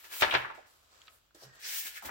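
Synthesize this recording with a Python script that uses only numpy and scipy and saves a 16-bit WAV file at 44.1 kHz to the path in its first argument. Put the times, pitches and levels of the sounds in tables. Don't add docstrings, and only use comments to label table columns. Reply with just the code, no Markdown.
import sys
import numpy as np
from scipy import signal
from scipy.fft import rfft, irfft
from scipy.io import wavfile

SR = 44100
rng = np.random.default_rng(int(sys.argv[2]) if len(sys.argv) > 2 else 0)


def unload_audio(sound):
    columns = np.transpose(np.atleast_2d(sound))
    steps = np.round(np.clip(columns, -1, 1) * 32767)
    wavfile.write(sys.argv[1], SR, steps.astype(np.int16))


N = 92610
TIME = np.arange(N) / SR

# time in seconds, level of the hiss in dB, level of the low rasp in dB.
FIRST_SLIDE = [(0, -53, -59.5), (.032, -56, -61), (.044, -52.5, -50), (.095, -55.5, -59.5),
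               (.13, -40, -43.5), (.195, -37.5, -50.5), (.212, -30.5, -35), (.235, -47, -62),
               (.28, -58, -72), (.31, -49, -44.5), (.38, -56, -69), (.47, -72, -80.5)]
SECOND_SLIDE = [(1.60, -58.5, -57.5), (1.646, -50, -46.5), (1.675, -39.5, -42.5), (1.765, -33.5, -43.5),
                (1.792, -31, -53), (1.84, -40, -51), (1.871, -36.5, -42.5), (1.924, -52, -53.5),
                (1.979, -46, -46.5), (2.002, -57, -59), (2.021, -72, -56), (2.025, -49, -57),
                (2.046, -48.5, -56), (2.059, -37, -47.5), (2.1, -55, -57)]
# frequency in Hz, gain in dB.
HISS_COLOUR = [(200, -51), (1500, -13), (3000, -3), (5700, -6), (7500, -3), (9500, -7), (13000, -1.5),
               (15500, 2.5)]
FIRST_RASP_COLOUR = [(150, -32), (320, -9.5), (750, -9.5), (1300, -2.5), (2500, -2.5), (4500, -7),
                     (10000, -17.5)]
SECOND_RASP_COLOUR = [(240, -33), (400, -17), (1050, -17), (1600, -4), (2300, -3), (3500, -5.5), (6000, -9),
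                      (10000, -12.5), (16000, -31)]
SLIPS_PER_S, SLIP_SPREAD_DB = 11000, 2
HISS_PAN_DB, RASP_PAN_DB = 2, 0.5

# frequency in Hz, gain in dB.
AIR_COLOUR = [(25, -10.5), (70, -1), (140, -13.5), (600, -14.5), (2000, -18), (3200, -13.5), (9000, -31),
              (16000, -20)]
AIR_DB, RUMBLE_DB, RUMBLE_HZ = -74, -79.5, 65

# start in seconds, level in dB, rise in seconds, decay in seconds,
# low edge in Hz, high edge in Hz, left over right in dB.
BUCKLES = [(.207, -32.5, 0.0034, 0.042, 2200, 15000, -1.5), (0.2202, -19, 0.0025, 0.0061, 303, 6400, -1),
           (0.226, -20.5, 0.0037, 0.02, 450, 5180, 3.5), (0.3097, -26.5, 0.00068, 0.0094, 2180, 3860, 4),
           (.319, -31, 0.006, 0.058, 530, 4210, -1.5), (0.338, -22, 0.0034, 0.0038, 485, 6200, -0.5),
           (0.344, -20.5, 0.009, 0.012, 363, 4280, 1), (0.446, -34.5, 0.0019, 0.018, 980, 1840, 1),
           (.494, -40.5, 0.008, 0.015, 760, 1580, 0.5), (0.574, -49, 0.0091, 0.011, 390, 800, -3.5),
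           (1.852, -50, 0.0067, 0.0091, 260.3, 4000, -2.5), (1.952, -44, 0.022, 0.019, 1450, 2500, 0),
           (2.0232, -48.5, 0.0007, 0.045, 630, 1400, 1), (2.048, -45.5, 0.0015, 0.048, 270, 2300, -2),
           (2.083, -40, 0.0076, 0.06, 450, 2120, 1.5)]
# frequency in Hz, gain in dB.
CREASE_COLOUR = [(60, -17.5), (200, 7.5), (450, -0.5), (800, 3.5), (1500, 4), (2500, 3.5), (3700, -0.5),
                 (4800, -8), (8000, -13.5), (16000, -20)]
CREASES_PER_S, CREASE_SPREAD_DB = 5400, 4
# start in seconds, level in dB before filtering, pitch in Hz.
SNAPS = [(.2218, -11.5, 920), (0.2251, -9.5, 2150), (0.2312, -11.5, 1640), (0.3088, -23.5, 3080),
         (0.3457, -15.5, 2400), (0.3512, -15.5, 1116), (0.3593, -17, 953)]
SNAP_DECAY_S, SNAP_PAN_DB = 0.00084, 3
CONTACT_S = 0.00016

# start in seconds, level in dB, pitch in Hz,
# rise in seconds, decay in seconds.
THUMPS = [(0.217, -45.5, 75, 0.0069, 0.03), (.335, -50, 80.4, 0.0078, .035),
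          (0.343, -48.5, 126, 0.012, 0.051), (1.347, -57, 400, 0.0037, 0.02),
          (1.418, -57, 520, 0.0035, 0.049), (1.429, -57.5, 130.7, 0.042, 0.037),
          (2.045, -55.5, 77, .02, 0.056), (2.023, -59, 283, 0.028, 0.12)]
THUMP_WIDTH, THUMP_TONE = 0.91, 0.69

# time in seconds, level in dB.
FLUTTER = [(.22, -45), (.26, -35), (.30, -39), (.38, -38), (.43, -44.5), (.52, -52.5), (.58, -59),
           (.68, -69)]
# frequency in Hz, gain in dB.
FLUTTER_COLOUR = [(60, -16), (250, -9.5), (600, -5.5), (1100, -3), (1700, 0), (2700, -6), (4500, -19),
                  (9000, -33.5), (16000, -35)]

# time in seconds, level in dB, level of the added treble in dB.
BRUSH = [(.55, -62, -69.5), (.65, -71.5, -85), (.675, -64.5, -68.5), (.89, -69, -77.5), (.94, -61.5, -74.5),
         (1.09, -64, -73), (1.15, -66.5, -65), (1.2, -72.5, -77.5), (1.343, -78.5, -99),
         (1.35, -59.5, -62.5), (1.375, -64.5, -71.5), (1.432, -59, -59.5), (1.452, -57.5, -63.5),
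         (1.47, -60, -73), (1.52, -67, -84), (1.555, -59.5, -66), (1.6, -60.5, -89)]
# frequency in Hz, gain in dB.
BRUSH_COLOUR = [(60, -31), (200, 0.5), (550, 7.5), (950, 7), (1250, 11), (2200, 3.5), (3900, 5.5),
                (4700, 5), (6000, 2), (7900, 3.5), (9000, -51.5), (15500, -25.5)]
# start in seconds, level in dB, pitch in Hz, decay in seconds.
TICKS = [(1.0175, -44, 3230, 0.0014), (1.0177, -50.5, 7050, 0.0011), (1.0722, -46, 3880, 0.0014),
         (1.08, -41.5, 3850, 0.0007), (1.0795, -51, 1273, 0.0093), (1.0819, -36.5, 2770, 0.00036),
         (1.3085, -55.5, 1405, 0.0016), (1.3471, -42.5, 7960, 0.00017)]
GRIT_DB, GRIT_DECAY_S = -16, 0.0053

# time in seconds, level in dB, centre in Hz.
SCRAPE = [(1.37, -72, 1643), (1.50, -64.5, 1611), (1.62, -59.5, 1587), (1.69, -57, 1886), (1.76, -59, 1885),
          (1.85, -53, 1860)]
# time in seconds, level in dB, centre in Hz.
EDGE_RUB = [(1.37, -74, 5000), (1.435, -54, 5160), (1.48, -72, 5200), (1.60, -81, 5100), (1.645, -43, 5200),
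            (1.72, -48, 5720), (1.80, -48, 5790), (1.85, -57, 5800)]
SCRAPE_PAIR, SCRAPE_WAVER = 1.16, 0.0119

# frequency in Hz, gain in dB, left over right in dB.
SHEET_MODES = [(369.3, 3.5, 4.5), (612, 8, -2.5), (771.4, 7, -0.5), (901, 6, 5.5), (1047, 6, -3),
               (1430, 3.5, -0.5), (1530, -0.5, 5), (1714, 7.5, 11), (2333, 4, 6.5)]
RING_DB, RING_T60_S = -6.5, 0.12
TABLE_ECHO_DB, TABLE_LAGS_S = -16, (0.0031, 0.0023)
ROOM_DB, ROOM_T60_S, ROOM_TREBLE_T60_S, ROOM_BUILD_S = -18.5, 0.43, 0.1, 0.0036
CHANNEL_LAG_S, SHARED = 0.00038, 0.15
TOP_HZ = 15900


def amp(db):
    return 10 ** (np.asarray(db) / 20)


def unit(x):
    return x / np.sqrt(np.mean(x ** 2) + 1e-20)


def curve(rows, axis=1):
    rows = np.array(rows)
    times = rows[:, 0]
    outside = np.abs(TIME - np.clip(TIME, times[0], times[-1]))
    return amp(np.interp(TIME, times, rows[:, axis])) * np.exp(-outside / 0.006)


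def colour(x, points):
    hz, db = np.array(points).T
    f = np.maximum(np.fft.rfftfreq(N, 1 / SR), 1)
    gain = amp(np.interp(np.log(f), np.log(hz), db))
    return unit(irfft(rfft(x) * gain, N))


def band(x, low_hz, high_hz, order=2):
    sos = signal.butter(order, [low_hz, high_hz], "band", fs=SR, output="sos")
    return signal.sosfilt(sos, x)


def pan(db):
    return amp(np.array([[db], [-db]]) / 2)


def delay_right(x):
    return np.array([x, np.roll(x, int(CHANNEL_LAG_S * SR))])


def walk(rate_hz):
    return unit(band(rng.standard_normal(N), rate_hz / 10, rate_hz))


def grains(rate, spread_db):
    hits = rng.random((3, N)) < rate / SR
    signs = rng.choice([-1, 1], (3, N))
    clicks = hits * signs * amp(spread_db * rng.standard_normal((3, N)))
    return np.sqrt(SHARED) * delay_right(clicks[2]) + np.sqrt(1 - SHARED) * clicks[:2]


def burst(x, start, rise, decay):
    age = TIME - start
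    env = np.clip(age / rise, 0, 1) * np.exp(-np.maximum(age - rise, 0) / decay)
    shaped = x * env
    energy = np.sum(shaped ** 2, axis=-1, keepdims=True) + 1e-20
    return shaped * np.sqrt(np.sum(env ** 2) / energy)


def ping(start, hz, decay):
    age = np.maximum(TIME - start, 0)
    attack = np.clip(age / CONTACT_S, 0, 1)
    return np.sin(2 * np.pi * hz * age) * attack * np.exp(-age / decay)


def slides():
    hiss = pan(HISS_PAN_DB) * colour(grains(SLIPS_PER_S, SLIP_SPREAD_DB), HISS_COLOUR)
    slips = pan(RASP_PAN_DB) * grains(rate=3200, spread_db=3)
    out = 0
    for rows, rasp_colour in ((FIRST_SLIDE, FIRST_RASP_COLOUR), (SECOND_SLIDE, SECOND_RASP_COLOUR)):
        rasp = colour(slips, rasp_colour)
        out = out + hiss * curve(rows, axis=1) + rasp * curve(rows, axis=2)
    return out


def background():
    rumble = unit(band(rng.standard_normal(N), RUMBLE_HZ / 1.62, RUMBLE_HZ * 1.49))
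    air = colour(rng.standard_normal((2, N)), AIR_COLOUR)
    return amp(AIR_DB) * air + amp(RUMBLE_DB) * rumble


def buckles():
    creases = colour(grains(CREASES_PER_S, CREASE_SPREAD_DB), CREASE_COLOUR)
    out = 0
    for start, db, rise, decay, low_hz, high_hz, pan_db in BUCKLES:
        own = np.roll(creases, rng.integers(N), axis=1)
        own = band(own, low_hz, high_hz, order=3)
        out = out + amp(db) * pan(pan_db) * burst(own, start, rise, decay)
    snaps = sum(amp(db) * ping(start, hz, SNAP_DECAY_S) for start, db, hz in SNAPS)
    snaps = band(snaps, 400, 6000)
    return out + pan(SNAP_PAN_DB) * delay_right(snaps)


def thumps():
    out = 0
    for start, db, hz, rise, decay in THUMPS:
        spread = 1 + THUMP_WIDTH / 2
        thud = unit(band(rng.standard_normal(N), hz / spread, hz * spread))
        ring = unit(np.sin(2 * np.pi * hz * (TIME - start)))
        tone = THUMP_TONE if hz < 200 else 0
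        out = out + amp(db) * burst(tone * ring + (1 - tone) * thud, start, rise, decay)
    return out


def flutter():
    return curve(FLUTTER) * colour(grains(rate=770, spread_db=3.5), FLUTTER_COLOUR)


def fingers():
    skin = grains(rate=3500, spread_db=3.0)
    treble = unit(band(skin, 7560, TOP_HZ))
    out = curve(BRUSH, axis=1) * colour(skin, BRUSH_COLOUR) + curve(BRUSH, axis=2) * treble
    for start, db, hz, decay in TICKS:
        grit = burst(band(skin, hz / 2.3, hz * 1.22), start, CONTACT_S, GRIT_DECAY_S)
        out = out + amp(db) * (ping(start, hz, decay) + amp(GRIT_DB) * grit)
    return out


def scrape(rows, width_hz, ratios=(1,)):
    times, _, hz = np.array(rows).T
    pitch = np.interp(TIME, times, hz) * (1 + SCRAPE_WAVER * walk(19.25))
    phase = 2 * np.pi * np.cumsum(pitch) / SR
    lowpass = signal.butter(2, width_hz / 2, fs=SR, output="sos")
    out = 0
    for ratio in ratios:
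        a, b = signal.sosfilt(lowpass, rng.standard_normal((2, 2, N)))
        out = out + a * np.cos(ratio * phase) + b * np.sin(ratio * phase)
    return curve(rows) * unit(out)


def sheet(x):
    t = TIME[:SR // 4]
    loss = np.log(1000) / RING_T60_S
    ring = sum(amp(db) * pan(pan_db) * np.cos(2 * np.pi * hz * t) for hz, db, pan_db in SHEET_MODES)
    ring = ring * np.exp(-loss * t) * 2 * loss / SR
    return x + amp(RING_DB) * signal.fftconvolve(x, ring, axes=1)[:, :N]


def table(x):
    echo = np.array([np.pad(side, (int(lag * SR), 0))[:N] for side, lag in zip(x, TABLE_LAGS_S)])
    gain = amp(TABLE_ECHO_DB)
    return (x + gain * echo) / np.hypot(1, gain)


def room(x):
    t = TIME[:SR // 2]
    noise = rng.standard_normal((2, SR // 2))
    body = band(noise, 150, 2700) * amp(-60 * t / ROOM_T60_S)
    treble = band(noise, 3100, 0.45 * SR) * amp(-60 * t / ROOM_TREBLE_T60_S)
    tail = (body + treble) * (1 - np.exp(-t / ROOM_BUILD_S))
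    tail = tail / np.linalg.norm(tail, axis=1, keepdims=True)
    return signal.fftconvolve(x, tail, axes=1)[:, :N]


def scene():
    paper = table(sheet(slides() + buckles() + flutter()))
    corner = scrape(SCRAPE, width_hz=94, ratios=(1, SCRAPE_PAIR))
    edge = scrape(EDGE_RUB, width_hz=1660)
    near = paper + pan(-2.8) * thumps() + fingers() + corner + edge
    return near + amp(ROOM_DB) * room(near) + background()


def record(dry):
    return signal.sosfilt(signal.ellip(10, 0.2, 70, TOP_HZ, fs=SR, output="sos"), dry)


dry = scene()
out = record(dry)
unload_audio(out)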